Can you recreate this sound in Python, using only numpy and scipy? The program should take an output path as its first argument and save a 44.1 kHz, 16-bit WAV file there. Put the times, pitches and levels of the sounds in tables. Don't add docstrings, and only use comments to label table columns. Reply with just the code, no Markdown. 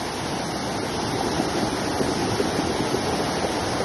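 import sys
import numpy as np
from scipy import signal
from scipy.fft import rfft, irfft
from scipy.io import wavfile

SR = 44100
rng = np.random.default_rng(int(sys.argv[2]) if len(sys.argv) > 2 else 0)


def level_to_linear(level):
    exponent = np.asarray(level, float) / 20
    return 10 ** exponent


def wav_record(signal):
    frames = np.transpose(np.atleast_2d(signal))
    bounded = np.clip(frames, -1, 1)
    quanta = np.round(bounded * 32767).astype(np.int16)
    wavfile.write(sys.argv[1], SR, quanta)


N = 169344

# time_s, level_db
FLOW_LEVEL = [(0, -1), (.6, -1.5), (1.2, 0), (1.9, 0.7), (2.5, 0.5), (3.1, 1.16), (3.84, 0.8)]


def evened(x):
    return x / np.sqrt(np.mean(x ** 2) + 1e-20)


def curve(points, t):
    return np.interp(t, *np.transpose(points))


def turbulence(colour, patchy_db, patch_s, patch_hz, flicker_db, flicker_s):
    size, hop = 1024, 256
    hz = np.fft.rfftfreq(size, 1 / SR)
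    frames = N // hop + 5
    real, imaginary, grain = rng.standard_normal((3, frames, len(hz)))
    shared = rng.standard_normal(frames)
    t = (np.arange(frames) - frames // 2) * hop / SR
    over_time = np.exp(-0.5 * (t / patch_s) ** 2)[:, None]
    over_pitch = np.exp(-0.5 * ((hz - hz[-1] / 2) / patch_hz) ** 2)
    patches = evened(signal.fftconvolve(grain, over_time * over_pitch, "same"))
    flicker = evened(signal.fftconvolve(shared, np.exp(-0.5 * (t / flicker_s) ** 2), "same"))
    colour_hz, colour_db = np.transpose(colour)
    shape_db = np.interp(np.log(hz + 1), np.log(colour_hz), colour_db, left=-60, right=-60)
    level_db = shape_db + patchy_db * patches + flicker_db * flicker[:, None]
    spectra = (real + 1j * imaginary) * level_to_linear(level_db)
    return evened(signal.istft(spectra.T, nperseg=size, noverlap=size - hop)[1][:N])


def torrent():
    # pitch_hz, level_db_per_hz
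    roar_colour = [(40, -55), (55, -10), (200, -2.5), (420, -7), (560, -7), (800, -2), (1250, -15.5),
                   (2500, -22)]
    # pitch_hz, level_db_per_hz
    spray_colour = [(1200, 0.5), (2500, -3), (4400, -3.5), (5500, -0.5), (6400, -5.5), (7600, -9.5),
                    (9800, -9.5), (12000, -15)]
    roar_db, spray_db, bubbles_db = -28.5, -32.5, -36.5
    flow_db = curve(FLOW_LEVEL, np.arange(N) / SR)
    roar = turbulence(roar_colour, patchy_db=0.17, patch_s=0.045, patch_hz=143,
                      flicker_db=-0.9, flicker_s=0.013)
    spray = turbulence(spray_colour, patchy_db=0.95, patch_s=0.015, patch_hz=255,
                       flicker_db=-0.05, flicker_s=0.097)
    low = level_to_linear(roar_db) * roar + level_to_linear(bubbles_db) * bubbles(count=24)
    return low * level_to_linear(flow_db) + level_to_linear(spray_db + 0.74 * flow_db) * spray


def bubbles(count):
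    per_s, low_hz, high_hz = 700, 349.4, 2210
    cycles, rise = 6.4, 0.1464
    loudness = level_to_linear(3.7 * np.minimum(rng.exponential(1, N), 5))
    bursts = loudness * (rng.random(N) < per_s / SR)
    kind = rng.integers(0, count, N)
    t, out = np.arange(3000) / SR, np.zeros(N)
    for k, hz in enumerate(np.geomspace(low_hz, high_hz, count)):
        u = t * hz / cycles
        tone = np.sin(2 * np.pi * hz * t * (1 + rise * np.minimum(u, 3)))
        ring = u * np.exp(-3 * u) * tone
        small_is_softer = (low_hz / hz) ** 0.52
        out += signal.oaconvolve(bursts * (kind == k), ring * small_is_softer)[:N]
    return evened(out)


def gulps():
    # start_s, peak_db, pitch_hz, rise_hz_per_s, length_s
    pockets = [
        (1.2073, -15.5, 660, 22000, 0.0085),
    ]
    out, t = np.zeros(N + 2000), np.arange(2000) / SR
    for start_s, peak_db, hz, rise, length_s in pockets:
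        ring = np.sin(2 * np.pi * (hz + rise * t / 2) * t)
        shape = np.minimum(t / 0.0008, 1) * np.exp(-(t / length_s) ** 3)
        out[round(start_s * SR):][:len(t)] += level_to_linear(peak_db) * shape * ring
    return out[:N]


def breeze():
    # time_s, level_db
    gusts = [(0, -36), (.5, -34), (.9, -32.5), (1.3, -28.5), (1.7, -31.5), (2.1, -30), (2.45, -29.5),
             (2.8, -29.5), (3.1, -33.5), (3.5, -32), (3.84, -31)]
    # pitch_hz, level_db_per_hz
    wind_colour = [(45, -10), (100, -0.5), (200, -6), (330, 3.5), (450, -6), (650, -26.5), (1200, -43)]
    lumps = turbulence(wind_colour, patchy_db=1.0, patch_s=0.022, patch_hz=110,
                       flicker_db=0.14, flicker_s=0.011)
    return level_to_linear(curve(gusts, np.arange(N) / SR)) * lumps


def buffets():
    # start_s, peak_db, pitch_hz, length_s
    port_eddies = [(0.823, -15.5, 377, 0.018), (1.135, -16, 315, 0.0053), (1.393, -12, 289, 0.014),
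                   (1.624, -12.5, 298, 0.013), (1.996, -11.5, 374, 0.02), (2.078, -14, 386, 0.021),
                   (2.156, -16, 220, 0.022), (2.297, -19, 110, 0.064), (2.394, -6.5, 404, 0.019),
                   (2.408, -15.5, 254, 0.018), (2.586, -8.5, 296, 0.014), (2.688, -13.5, 371, 0.025),
                   (2.799, -10, 328, 0.014), (2.818, -9, 256, 0.009), (2.94, -9, 383, 0.016),
                   (3.0, -16.5, 215, 0.017), (3.192, -13.5, 425, 0.018), (3.442, -11.5, 514, 0.013),
                   (3.799, -13, 497, 0.018),
                   (1.244, -20, 310, .014), (1.47, -20, 374, .015), (1.565, -18, 337, 0.027),
                (1.626, -16, 222, 0.017), (1.724, -17.5, 290, 0.017), (1.869, -18.5, 302, 0.014),
                (2.006, -13, 217, 0.018), (2.096, -16, 298, 0.013), (2.215, -17, 269, 0.02),
                (2.265, -17, 372, 0.031), (2.439, -16, 307, 0.019), (2.51, -18.5, 383, 0.017),
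                (2.58, -13.5, 209, .02), (2.663, -15, 382, 0.02), (2.746, -15, 428, 0.012),
                (2.803, -13, 149, 0.025), (3.122, -15, 417, .014), (3.372, -18, 355, 0.018),
                (3.735, -18.5, 198, 0.022)]
    trim_db, width, rise = -2, 0.35, 0.46
    eddies = port_eddies
    out, t = np.zeros(N + 4000), np.arange(4000) / SR
    side, weight = np.array([[0], [-1], [1]]), np.array([[1], [0.45], [0.45]])
    chance = rng.random((len(eddies), 6))
    for (start_s, peak_db, hz, length_s), r in zip(eddies, chance):
        u = t / length_s
        shape = np.clip(u / rise, 0, 1) * np.exp(-u ** 3)
        pitches = hz * (1 + width * side * (0.5 + 0.5 * r[:3, None]))
        wave = (weight * np.sin(2 * np.pi * (pitches * t + r[3:, None]))).sum(0)
        out[round(start_s * SR):][:len(t)] += level_to_linear(peak_db + trim_db) * shape * wave / 1.61
    return out[:N]


def scene():
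    return (torrent() + gulps() + breeze() + buffets())[None]


def coarse_lines(x):
    # pitch_hz, step_db
    line_step = [(1500, -31.5), (2450, -21), (3300, -24), (5300, -23.5), (7000, -27), (8600, -28.5),
                 (10500, -34), (11850, -31.5)]
    band_wander_db, frame_wander_db, rounding = 2.0, 1.96, 0.37
    hop, lines, band = 941, 504, 8
    n, k = np.arange(2 * hop)[:, None] + 0.5, np.arange(lines) + 0.5
    window = signal.windows.kaiser_bessel_derived(2 * hop, 4 * np.pi)[:, None]
    basis = np.sqrt(2 / hop) * window * np.cos(np.pi / hop * (n + hop / 2) * k)
    padded = np.pad(x, (hop, 2 * hop))
    frames = np.lib.stride_tricks.sliding_window_view(padded, 2 * hop)[::hop]
    wander = rng.standard_normal((len(frames), lines // band + 1))
    by_band = np.repeat(wander[:, :-1], band, axis=1)
    step_hz, step_db = np.transpose(line_step)
    line_db = np.interp(np.log(k * SR / (2 * hop)), np.log(step_hz), step_db)
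    flow_db = curve(FLOW_LEVEL, np.arange(len(frames)) * hop / SR)[:, None]
    step = level_to_linear(line_db + frame_wander_db * wander[:, -1:] + flow_db + band_wander_db * by_band)
    in_steps = frames @ basis / step
    rounded = np.sign(in_steps) * np.floor(abs(in_steps) + rounding) * step
    back = rounded @ basis.T
    return (back[:-1, hop:] + back[1:, :hop]).ravel()[:N]


def band_limit(x):
    return signal.sosfilt(signal.butter(12, 12150, fs=SR, output="sos"), x)


def record(dry):
    # pitch_hz, level_db
    port_response = [(2150, 0), (2470, -3), (2800, 0), (6300, 0), (7050, -8.5), (8400, -5.5), (9300, -0.5)]
    bass_cut = signal.butter(4, 44, "high", fs=SR, output="sos")
    heard = signal.sosfilt(bass_cut, dry[0])
    port_hz, port_db = np.transpose(port_response)
    gain = level_to_linear(np.interp(np.fft.rfftfreq(N, 1 / SR), port_hz, port_db))
    through_port = irfft(rfft(heard) * gain, N)
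    return band_limit(coarse_lines(through_port)[None])


dry = scene()
out = record(dry)
wav_record(out)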